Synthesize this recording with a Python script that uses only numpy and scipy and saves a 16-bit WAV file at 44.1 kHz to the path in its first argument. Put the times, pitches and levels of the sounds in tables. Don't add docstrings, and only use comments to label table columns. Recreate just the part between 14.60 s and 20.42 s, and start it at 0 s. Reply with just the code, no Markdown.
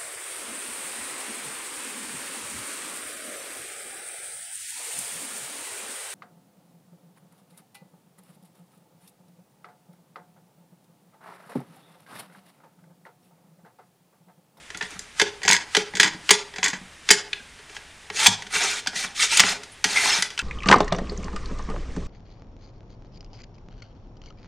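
import sys
import numpy as np
from scipy import signal
from scipy.io import wavfile
from scipy.ndimage import uniform_filter1d

SR = 44100
rng = np.random.default_rng(int(sys.argv[2]) if len(sys.argv) > 2 else 0)


def store_wav(level_fs):
    pcm = np.round(np.clip(np.atleast_2d(level_fs), -1, 1) * 32767)
    wavfile.write(sys.argv[1], SR, pcm.T.astype(np.int16))


def ratio_of_db(decibels):
    return 10 ** (np.asarray(decibels, float) / 20)


N = 256662


def evened(x):
    return x / np.sqrt(np.mean(x ** 2) + 1e-20)


def read(points, hz):
    f, value = np.transpose(points)
    return np.interp(np.log(hz + 1), np.log(f + 1), value)


def coloured(x, colour, tilt_db=0.):
    hz = np.fft.rfftfreq(512, 1 / SR)
    octaves = np.log2((np.minimum(hz, 9000) + 200) / 3000)
    level_db = np.maximum(read(colour, hz) + tilt_db * octaves, -90)
    log_gain = np.log(ratio_of_db(level_db))
    circle = np.concatenate([log_gain, log_gain[-2:0:-1]])
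    taps = np.fft.ifft(np.exp(np.conj(signal.hilbert(circle)))).real
    return signal.oaconvolve(x, taps / np.linalg.norm(taps))[:len(x)]


def resonate(x, hz, width):
    r = np.exp(-np.pi * width / SR)
    pole = r * np.exp(2j * np.pi * hz / SR)
    return np.sqrt(2 * (1 - r * r)) * signal.lfilter([1], [1, -pole], x).real


def above(x, hz):
    return signal.sosfilt(signal.butter(2, hz, "high", fs=SR, output="sos"), x)


def wander(length, span):
    return evened(uniform_filter1d(uniform_filter1d(rng.standard_normal(length), span), span))


def add(mix, s, sound):
    part = mix[round(s * SR):][:len(sound)]
    part += sound[:len(part)]


def blows(rows, colour, ring_db, ring_width, rise_s, rise_share, tick_db):
    t = np.arange(2600) / SR
    crack, far, push = np.zeros((3, N))
    for s, db, hz, bench_db, tilt_db, ms in rows:
        rattle = rng.standard_normal(len(t))
        decay = np.clip(ms, .5, 15) / 1000
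        shape = np.exp(-t / decay) * np.minimum(t / (rise_s + rise_share * decay), 1)
        tilt_db = np.clip(tilt_db, -10, 10)
        tick = ratio_of_db(tick_db) * (t == 8 / SR)
        dense = coloured(rattle, colour, tilt_db)
        dense = dense / np.sqrt(uniform_filter1d(dense ** 2, size=48) + .1)
        burst = dense * shape + coloured(tick, colour, tilt_db) / 2
        ring = ratio_of_db(ring_db) * resonate(rattle * shape + tick, hz, ring_width)
        add(crack, s, ratio_of_db(db - 12.5) * (burst + ring))
        click = np.linalg.norm(shape) * coloured(1. * (t == 0), colour, tilt_db)
        add(far, s, ratio_of_db(db - 11.5) * click)
        add(push, s + 0.0056, ratio_of_db(db + bench_db) * signal.windows.hann(70))
    return np.array([crack, far, push])


# frequency in Hz, level in dB.
KNOCK_COLOUR = [(290, -40), (500, -7.5), (598, -5.5), (880, 5), (1110, 1), (1430, -5.5), (2480, 8),
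                (5290, 0.5), (5740, 5), (9560, -11), (13500, -25)]
TRIGGER_HZ, TOUCH_HZ = 2210, 1990
STOP_BENCH_DB = -37.5


def knock(rows):
    return blows(rows, KNOCK_COLOUR, ring_db=-8, ring_width=550, rise_s=0.00089, rise_share=0.07, tick_db=3.5)


# frequency in Hz, level in dB.
SLIP_COLOUR = [(290, -12), (500, -7.5), (706, -4), (956, 9.5), (1310, -9), (1930, 8), (2840, 1.5),
               (5820, -4), (6500, -1), (10100, -23.5), (13500, -28.5)]


def slip(rows):
    return blows(rows, SLIP_COLOUR, ring_db=-19.5, ring_width=61, rise_s=0.00032, rise_share=.03, tick_db=9)


def glides(rows, width, clean=0):
    out = np.zeros(N)
    span = int(SR / width)
    for s, db, start_hz, end_hz, length in rows:
        t = np.arange(0, length, 1 / SR)
        turns = np.cumsum(np.linspace(start_hz, end_hz, len(t))) / SR
        drift = uniform_filter1d(uniform_filter1d(rng.standard_normal((4000, 2)), span, 0), span, 0)
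        a, b = drift[:len(t)].T * np.sqrt(span)
        tone = (clean + a) * np.cos(2 * np.pi * turns) + b * np.sin(2 * np.pi * turns)
        fade = signal.windows.tukey(len(t), .4) * np.exp(-1.2 * t / length)
        add(out, s, ratio_of_db(db) * evened(tone) * fade)
    return out


# frequency in Hz, level in dB.
AIR = [(12, -24), (20, 11), (246, -3.5), (342, -4.5), (558, -5), (1230, -3.5), (1760, 0), (2130, -0.5),
       (3770, -5), (4090, -7.5), (9540, -11.5), (11000, -22.5), (12400, -23.5), (13600, -34)]


def air():
    frames, hz = N // 256 + 5, np.fft.rfftfreq(1024, 1 / SR)
    a, b, patches = rng.standard_normal((frames, 513, 3)).T
    patches = evened(uniform_filter1d(uniform_filter1d(patches, 12, 0), 14, 1))
    z = (a + 1j * b) * ratio_of_db(read(AIR, hz)[:, None] + 0.22 * patches)
    return ratio_of_db(-50) * evened(signal.istft(z, nperseg=1024, noverlap=768)[1][:N])


# start in seconds, peak in dB, brightness in dB per octave, rattle in ms.
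TOUCHES = [(0.1024, -27.5, -1, 5), (0.146, -27.5, -4, 6.3), (0.1728, -19.5, 14, 2.2),
           (0.2236, -22.5, -1.5, 7.3), (0.3068, -22, 11, 1.2), (0.392, -17.5, 20, 2.6),
           (2.9893, -40.5, -3, 8.2), (3.0962, -36, -2, 2.9), (3.1659, -22, -5, 2.4),
           (3.8212, -25.5, -1.3, 5.6), (3.866, -31.5, 0, 8.1), (4.332, -24, -11, 2.4),
           (4.446, -22.5, -13, 4), (5.0334, -27, 4, 5.3), (5.7028, -27, 2, 6.3)]


def touches():
    return knock([(s, db, TOUCH_HZ, -48 - db, tilt, ms) for s, db, tilt, ms in TOUCHES])


# start in seconds, level in dB, tone in Hz, length in seconds.
HOLLOWS = [(0.612, -26, 883, 0.022), (1.163, -26.5, 840, 0.016), (1.706, -24.5, 1000, .02),
           (2.503, -26, 880, .025), (0.848, -33.5, 780, .025), (0.915, -28.5, 950, .04),
           (0.925, -40, 330, 0.035), (1.338, -43, 800, .022), (1.396, -35, 1020, .022),
           (1.396, -36, 340, 0.022), (1.435, -36, 316, 0.038), (1.47, -43, 310, 0.023),
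           (1.465, -37, 830, .025), (1.546, -41, 300, 0.021), (1.982, -40, 760, 0.03),
           (2.026, -33, 1000, 0.019), (2.05, -34, 1100, .025), (2.078, -41, 280, .025),
           (2.13, -41, 790, 0.017), (4.272, -39, 270, 0.017), (4.438, -39, 1080, .018),
           (4.592, -33, 1220, .02), (4.63, -42, 420, 0.042), (4.722, -29.5, 910, 0.022),
           (4.835, -31, 260, .022), (4.905, -42, 190, .03), (4.95, -42, 420, 0.072),
           (3.545, -40, 420, 0.043), (0.208, -40, 950, .02), (0.208, -27.5, 1780, .018),
           (0.147, -40, 1420, 0.019), (0.32, -46.5, 304, .02), (0.15, -49, 300, 0.022),
           (2.8, -43, 1600, .014), (3.59, -34, 850, 0.044), (3.685, -32.5, 930, 0.045),
           (3.61, -42, 420, .04), (4.265, -41, 760, 0.026), (3.845, -48.5, 198, .05),
           (5.25, -35, 270, .025), (4.04, -36.5, 780, .04), (2.8, -48, 240, 0.023)]


def hollows():
    return glides([(s, db, hz, hz, length) for s, db, hz, length in HOLLOWS], width=49, clean=2)


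# frequency in Hz, level in dB, t60 in seconds.
FRAME = [(186, 4.5, 0.14), (155, -10, 0.56), (233.3, -4, 0.26), (103.4, -9.5, 0.26)]
# start in seconds, peak in dB, deepest mode in dB.
THUDS = [(0.148, -39.5, -41), (0.23, -35, -25), (0.359, -36.5, -20), (0.616, -31, -1), (0.851, -31.5, 3),
         (0.895, -23.5, -27), (0.931, -27, -5), (1.172, -24.5, -28), (1.343, -29.5, -29),
         (1.398, -25.5, -28), (1.45, -26, -9), (1.548, -33, -26), (1.711, -24, -5.5), (1.986, -34, -8),
         (2.043, -33, -16), (2.132, -28, -19), (2.213, -34, -14), (2.51, -24, -28), (3.508, -42, 4),
         (3.682, -20, 5), (3.967, -39, -7), (4.276, -37, -24), (4.361, -38, -23), (4.446, -35.5, -21),
         (4.802, -25.5, -9), (4.838, -26, 1.5), (5.256, -30, -11), (5.318, -37, -28), (5.586, -31.5, -19),
         (5.638, -58, -5)]


def thuds():
    push, deep = np.zeros((2, N))
    for s, db, deep_db in THUDS:
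        add(push, s, ratio_of_db(db) * signal.windows.hann(160))
        add(deep, s, ratio_of_db(db + deep_db) * signal.windows.hann(160))
    upper = sum(ratio_of_db(db) * resonate(push, hz, 2.0 / t60) for hz, db, t60 in FRAME[:-1])
    hz, db, t60 = FRAME[-1]
    return ratio_of_db(-21.5) * (upper + ratio_of_db(db + 2.5) * resonate(deep, hz, 1.64 / t60))


# start in seconds, peak in dB, rattle in ms.
BUMPS = [
    (0.21, -21, 7),
    (3.5005, -19, 3.4),
    (4.8377, -14, 2.2),
    (5.2475, -16, 4.3),
]


def bumps():
    return knock([(s, db, TOUCH_HZ, -17, -5.5, ms) for s, db, ms in BUMPS])


# time in seconds, level in dB.
SLIDES = [
    [(0.22, -56), (0.256, -41), (0.284, -50), (0.314, -39), (0.37, -42.5), (0.38, -60)],
    [(3.08, -70), (3.094, -46), (3.124, -48), (3.174, -39), (3.21, -83)],
    [(3.52, -50), (3.528, -43), (3.558, -26), (3.618, -17), (3.647, -16.5)],
    [(3.9, -33), (3.918, -36.5), (3.938, -20.5), (3.97, -18.5), (3.995, -24), (4.03, -19.5), (4.2, -31),
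     (4.225, -67)],
    [(4.33, -56), (4.35, -33), (4.358, -27), (4.424, -26.5), (4.446, -25.5), (4.5, -49)],
    [(4.54, -52), (4.556, -34.5), (4.61, -17.5), (4.642, -14.5), (4.682, -35), (4.72, -17.5), (4.745, -19),
     (4.786, -17)],
    [(4.81, -30), (4.82, -34), (4.842, -27.5), (4.885, -21), (4.925, -22.5), (4.96, -51)],
    [(5.255, -29), (5.351, -22), (5.397, -21), (5.461, -18.5), (5.54, -18.5), (5.585, -22.5),
     (5.622, -31.5)],
]
# brightness at start and at end in dB per octave, pressure on the bench in dB.
GRIPS = [(6, -7, -21), (0, 2, -11), (4, 0.5, -19), (0, 2.7, -14.5), (10.5, -4.5, -14.5), (11, 0.5, -22),
         (2.5, 0, -12.5), (1, 0.4, -15.5)]
# frequency in Hz, level in dB.
SLIDE_COLOUR = [(180, -44), (300, -19), (419, -29), (516, -17.5), (872, 9), (1020, -4.5), (1240, 9.5),
                (1960, 8), (2830, 5.5), (5360, 2), (8780, -3), (12500, -21), (13500, -35.5)]
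# frequency in Hz, width in Hz, level in dB.
BAR = [(1500, 130, -12), (2015, 100, -1.5), (2340, 130, 0.5), (2670, 87, -2.5), (3170, 66, -7),
       (3580, 370, -0.5), (4150, 260, -5), (4800, 280, -16), (5300, 230, -7), (5800, 56, -17),
       (6026, 160, -4), (6520, 85, -7), (8610, 69, -2), (9900, 110, -9.5), (12400, 90, -17)]
# frequency in Hz, width in Hz, level in dB.
BENCH_RUB = [(863, 160, 3.5), (782, 91, 9.5), (1240, 340, 7), (626, 86, -4.5), (427, 14, 2),
             (270, 63, -9.5)]


def swelling_modes(grit, modes, swell_db, span):
    return sum(ratio_of_db(db + swell_db * wander(len(grit), span)) * resonate(grit, hz, width)
               for hz, width, db in modes)


def slide():
    out = np.zeros(N)
    for rows, (start_tilt, end_tilt, bench_db) in zip(SLIDES, GRIPS):
        s, level_db = np.transpose(rows)
        t = np.arange(s[0], s[-1] + 1 / 80, 1 / SR)
        bite_db = 1.8 * np.minimum(rng.exponential(1, len(t)), 5)
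        grit = evened(rng.standard_normal(len(t)) * ratio_of_db(bite_db))
        grit = grit * ratio_of_db(0.88 * wander(len(t), 120) + 0.9 * wander(len(t), 30))
        share = np.clip(np.linspace(start_tilt, end_tilt, len(t)) / 8 + .5, 0, 1)
        bright, dull = coloured(grit, SLIDE_COLOUR, 4.), coloured(grit, SLIDE_COLOUR, -4.)
        scrape = share * bright + (1 - share) * dull
        bar = swelling_modes(grit, BAR, swell_db=4.5, span=700)
        rub = evened(swelling_modes(grit, BENCH_RUB, swell_db=5, span=600))
        sound = evened(scrape + ratio_of_db(-14) * bar) + ratio_of_db(bench_db) * rub
        add(out, s[0], ratio_of_db(np.interp(t, s, level_db) - 5.5) * sound * signal.windows.tukey(len(t), .05))
    return out


def patchy(x):
    hz, t, z = signal.stft(x, SR, nperseg=256)
    patches = rng.standard_normal((len(t), len(hz))).T
    patches = evened(uniform_filter1d(uniform_filter1d(patches, size=5, axis=0), size=6, axis=1))
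    return signal.istft(z * ratio_of_db(1.7 * patches), SR, nperseg=256)[1][:N]


# release in seconds, level in dB, growth time in seconds.
SWELLS = [
    (0.597, -35, 0.019),
    (1.148, -40, 0.032),
    (1.693, -41.5, 0.04),
    (2.491, -40, 0.021),
]


def swell():
    out, t = np.zeros(N), np.arange(-.08, 0, 1 / SR)
    for s, db, growth in SWELLS:
        hiss = coloured(rng.standard_normal(len(t)), SLIDE_COLOUR, 2.4)
        add(out, s + t[0], ratio_of_db(db) * hiss * np.exp(t / growth))
    return out


# start in seconds, peak in dB, rattle in ms.
PAWL = [
    (0.5969, -6, 5.5),
    (1.1486, -5.5, 5.4),
    (1.691, -5, 4.7),
    (2.489, -5.5, 4),
]


def pawl():
    return knock([(s, db, TRIGGER_HZ, -25, -1.25, ms) for s, db, ms in PAWL])


# start in seconds, peak in dB, brightness in dB per octave, rattle in ms.
LANDINGS = [
    (0.6152, -5, 1, 4),
    (1.1668, -4, 2, 4.5),
    (1.7061, 2, 1.5, 6.5),
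    (2.5041, 0, 1.5, 6.3),
]


def landings():
    return knock([(s, db, TRIGGER_HZ, -16.5 - db, tilt, ms) for s, db, tilt, ms in LANDINGS])


# start in seconds, peak in dB, brightness in dB per octave, rattle in ms.
SLACK = [(0.818, -27, -4, 6.1), (0.832, -21.5, 3.5, 11), (0.851, -12.5, 2, 2.1), (0.859, -21.5, 5, 5.4),
         (1.337, -24, -5.5, 4.1), (1.3521, -19.5, 4, 11), (1.3699, -16.5, 5, 5.8), (1.9385, -29, -3, 4.9),
         (1.96, -26, 1, 9.1), (1.9837, -19, -1, 3.5), (2.1314, -21.5, 0, 10), (2.1375, -23, -5, 4.7)]


def slack():
    return slip([(s, db, 1760, -21.5, tilt, ms) for s, db, tilt, ms in SLACK])


# start in seconds, peak in dB, brightness in dB per octave, rattle in ms.
SLIPS = [(0.8775, -8, -2, 1.3), (0.8797, -1.5, 2, 4), (0.8899, -5, 7.5, 5.4), (0.9011, -4, -2, 3.9),
         (0.9113, -2.5, 7.5, 4.4), (0.9222, -5.5, 3, 4.1), (0.9303, -1.5, 11, 3.4), (0.9405, -16, 2, 6.8),
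         (0.9474, -11.5, 1, 6.2), (0.9654, -9.5, 1.5, 1.7), (1.3968, -13, -5, 1.7), (1.399, 1, 4.5, 4.1),
         (1.4088, -6.5, 4, 6), (1.4203, -12, -1, 5), (1.425, -23, 1, 2.6), (1.4303, -3.5, 3.5, 6.6),
         (1.444, -9, 1, 4.2), (1.4505, -15, -1, 5.5), (1.4597, -16.5, -1, 6.4), (1.4735, -17, 2, 2.3),
         (1.4785, -13.5, 1.5, 3.1), (2.03, -9, 1, 5.3), (2.0404, -8.5, 8, 7.4), (2.05, -12, 3, 5.1),
         (2.0598, -10, 2, 5.2), (2.0811, -13.5, 9, 4.5), (2.1012, -23, 5, 6.2)]


def plates():
    return slip([(s, db, 1890, -33, tilt, ms) for s, db, tilt, ms in SLIPS])


# start in seconds, level in dB, start in Hz, end in Hz, length in seconds.
RINGS = [(2.7305, -22, 2600, 2750, .009), (2.7298, -26, 3700, 3600, 0.0043),
         (0.88, -16, 5800, 6500, 0.0056), (0.8805, -18.5, 1900, 1700, 0.0062),
         (0.922, -17, 1900, 1950, .008), (0.931, -16.5, 2200, 1880, 0.017),
         (4.2725, -22, 3500, 3450, 0.0094), (4.771, -22, 10200, 10200, 0.0099),
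         (3.626, -38, 10100, 10100, 0.02), (2.0275, -32, 1900, 1900, 0.0035),
         (2.0715, -18.5, 1880, 1880, 0.0063), (2.507, -12, 6600, 8300, 0.016),
         (2.511, -11.5, 4950, 4950, 0.013), (2.505, -16.5, 2000, 2150, 0.0138),
         (2.525, -33, 7500, 8100, 0.034), (1.7075, -13.5, 6900, 6200, 0.02),
         (1.399, -13, 1700, 1840, 0.0096)]


def rings():
    return glides(RINGS, width=600)


# start in seconds, level in dB, start in Hz, end in Hz, length in seconds.
CHIRPS = [(0.89, -35.5, 1400, 1430, 0.031), (3.657, -21, 1000, 900, 0.03), (3.658, -23, 830, 760, 0.03),
          (3.663, -9, 6460, 6120, 0.014), (4.716, -27.5, 8740, 8600, 0.09),
          (5.359, -15.5, 2245, 1960, 0.0356), (5.622, -23, 2050, 1960, 0.016),
          (5.791, -26, 1427, 1440, 0.016), (5.792, -23, 2620, 2680, 0.014),
          (2.7315, -39, 1660, 1660, 0.022), (3.449, -56, 5100, 5050, 0.018)]


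def chirps():
    return glides(CHIRPS, width=150, clean=1)


# start in seconds, peak in dB, rattle in ms.
BOUNCES = [
    (1.7109, 2.5, 2.9),
    (2.5106, 2, 3.9),
    (2.516, -8, 1.5),
]


def bounces():
    return knock([(s, db, TRIGGER_HZ, STOP_BENCH_DB, 8.5, ms) for s, db, ms in BOUNCES])


# start in seconds, level in dB, start in Hz, end in Hz, length in seconds.
SCUFFS = [
    (2.7298, -23, 3200, 2900, 0.0094),
    (4.834, -15.5, 2214, 1890, 0.0097),
    (5.115, -50, 9500, 9900, .035),
]


def scuffs():
    return glides(SCUFFS, width=2500)


# start in seconds, peak in dB, ring in Hz, brightness in dB per octave, rattle in ms.
STOPS = [(2.7301, -19.5, 2110, -1, 3), (3.6596, -3, 2260, 1, 5.9), (3.6657, 1.5, 3720, 4.5, 5.8),
         (3.6677, 1.5, 6200, 10, 2.1), (4.2615, -20.5, 2500, -6.5, 3.8), (4.2713, -11, 2160, 2, 4.1),
         (4.7706, -5.5, 6800, 4, 6.9), (4.7954, 4, 2070, 1.5, 2.9), (4.8013, 5, 5230, -1, 3.2),
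         (5.241, -6.5, 5160, 0.5, 7.8), (5.3626, -14, 2270, -8, 4.1), (5.3704, -13, 1990, -5, 2.6),
         (5.378, -22, 2050, 1, 2.5), (5.623, -6, 2210, 5.5, 4.3), (5.7765, -18.5, 2830, -1.5, 3.9),
         (5.7901, -13, 2700, 0.5, 4.5)]


def stops():
    return knock([(s, db, hz, STOP_BENCH_DB, tilt, ms) for s, db, hz, tilt, ms in STOPS])


# start in seconds, level in dB, start in Hz, end in Hz, length in seconds.
GRIT = [(3.935, -34, 2210, 2400, 0.016), (3.951, -30, 2710, 2500, 0.028), (3.956, -28, 1534, 1520, 0.026),
        (4, -27.5, 2150, 2410, 0.037), (4.007, -27, 1530, 1730, .018), (4.028, -30, 5500, 5300, 0.028),
        (4.042, -30, 2780, 1900, .022), (4.053, -33, 5900, 6060, 0.02), (4.078, -34, 3170, 3370, 0.021),
        (4.105, -34.5, 1525, 1515, 0.077), (4.353, -32, 5800, 6200, 0.021), (4.359, -39, 2580, 2500, 0.027),
        (4.442, -34.5, 1296, 1390, 0.015), (4.475, -39, 3500, 3000, 0.014),
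        (4.594, -23.5, 2224, 1950, 0.033), (4.62, -25, 2010, 2310, 0.03), (4.621, -22, 4800, 4800, .012),
        (4.626, -26, 3640, 3710, 0.039), (4.729, -32, 3300, 3200, .02), (4.742, -26, 2500, 2400, .024),
        (4.882, -28, 5070, 5070, 0.039), (5.296, -28, 5200, 3800, .014), (5.445, -31, 4150, 4230, .02),
        (5.457, -23.5, 880, 900, 0.013), (5.467, -25, 3010, 4160, 0.015), (5.47, -25, 6100, 6000, 0.013),
        (5.489, -30, 1900, 1980, 0.025), (5.497, -21.5, 5350, 5300, 0.03), (5.525, -21, 5300, 5250, .03),
        (5.503, -24.5, 2660, 2850, 0.024), (5.521, -27, 3160, 3400, 0.016), (5.528, -27, 1663, 1800, 0.016),
        (5.57, -26, 5800, 5800, 0.014)]


def rough_patches():
    return glides(GRIT, width=330)


# frequency in Hz, level in dB, t60 in seconds.
BENCH = [(409.3, 0.5, 0.25), (427.8, 1.5, 0.18), (456, -12, .06), (348, -10.5, 0.17), (300, -20, 0.093),
         (547, -10.5, .09), (695, -7, 0.021)]


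def board(push, damping):
    return sum(ratio_of_db(db) * resonate(push, hz, damping * np.log(1000) / np.pi / t60) for hz, db, t60 in BENCH)


# frequency in Hz, level in dB, t60 in seconds.
CLAMP = [(826, -17, 0.086), (950, -54, 0.091), (1495, 2.5, 0.037), (1654, -0.5, 0.16), (1932, -2, 0.042),
         (2150, -16, 0.048), (2304, -9, 0.035), (2500, -20, 0.071), (3094, -6.5, 0.12), (3390, -1, 0.03),
         (3980, -9.5, 0.097), (4510, -0.5, 0.012), (4903, -2, 0.11), (5250, -38, 0.13), (5700, -27, 0.013),
         (6310, -6, 0.016), (6770, -7.5, 0.15), (7430, -9.5, 0.0073), (7560, -4.5, 0.096),
         (8350, -2, 0.037), (10060, 0, 0.036)]


def clamp():
    knocks = touches() + bumps() + pawl() + landings() + bounces() + stops()
    slips = slack() + plates()
    crack = knocks[0] + slips[0]
    far = knocks[1] + ratio_of_db(-3) * slips[1]
    body = sum(ratio_of_db(db) * resonate(crack, hz, 5.87 / np.clip(t60, .015, 1 / 12)) for hz, db, t60 in CLAMP)
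    bench = board(knocks[2], 0.87) + board(slips[2], 2.7)
    crack, body, bench = above(crack, 300), above(body, 500), above(bench, 220)
    near = crack + ratio_of_db(-11.5) * body + ratio_of_db(-11) * bench
    return near, far + ratio_of_db(-13) * body + ratio_of_db(-25) * bench


# frequency in Hz, t60 in seconds.
ROOM = [(100, 0.59), (400, 0.72), (1000, 0.4), (2000, 0.32), (5000, 0.31), (8000, 0.24), (12000, 0.18)]


def room(x):
    out, t_mix = np.zeros(N), np.arange(N) / SR
    for k in range(3):
        taps = np.zeros(SR // 2)
        at = np.arange(120, SR // 2 - 20, 20)
        taps[at + rng.integers(0, 20, len(at))] = rng.choice([-1., 1.], len(at))
        hz, t, z = signal.stft(taps, SR, nperseg=256)
        tail = signal.istft(z * ratio_of_db(-60 * t / read(ROOM, hz)[:, None]), SR, nperseg=256)[1]
        window = np.sqrt(2 / 3) * np.cos(9 * t_mix + k * np.pi / 3)
        sway = np.sqrt(2) * np.cos(45 * t_mix + k * np.pi / 3)
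        out += sway * signal.fftconvolve(x * window, tail / np.linalg.norm(tail))[:N]
    return out


# frequency in Hz, level in dB.
MIC = [(9000, -3), (10200, -1.5), (11100, -10.5), (12100, 0), (13000, -28), (13700, -10)]


def scene():
    near, far = clamp()
    rubbing = patchy(slide()) + swell()
    tones = hollows() + rings() + chirps() + scuffs() + rough_patches()
    echo = room(ratio_of_db(-5) * far + ratio_of_db(-8) * rubbing + tones / 3.5)
    mono = coloured(near + rubbing + tones + thuds() + echo + air(), MIC)
    return np.array([mono, mono])


def top_cut(x):
    return signal.sosfilt(signal.butter(12, 15660, fs=SR, output="sos"), x)


def record(dry):
    limited = signal.oaconvolve(dry, signal.firwin(255, 13700, fs=SR)[None], "same")
    return top_cut(np.clip(limited, -1, 1))


dry = scene()
out = record(dry)
store_wav(out)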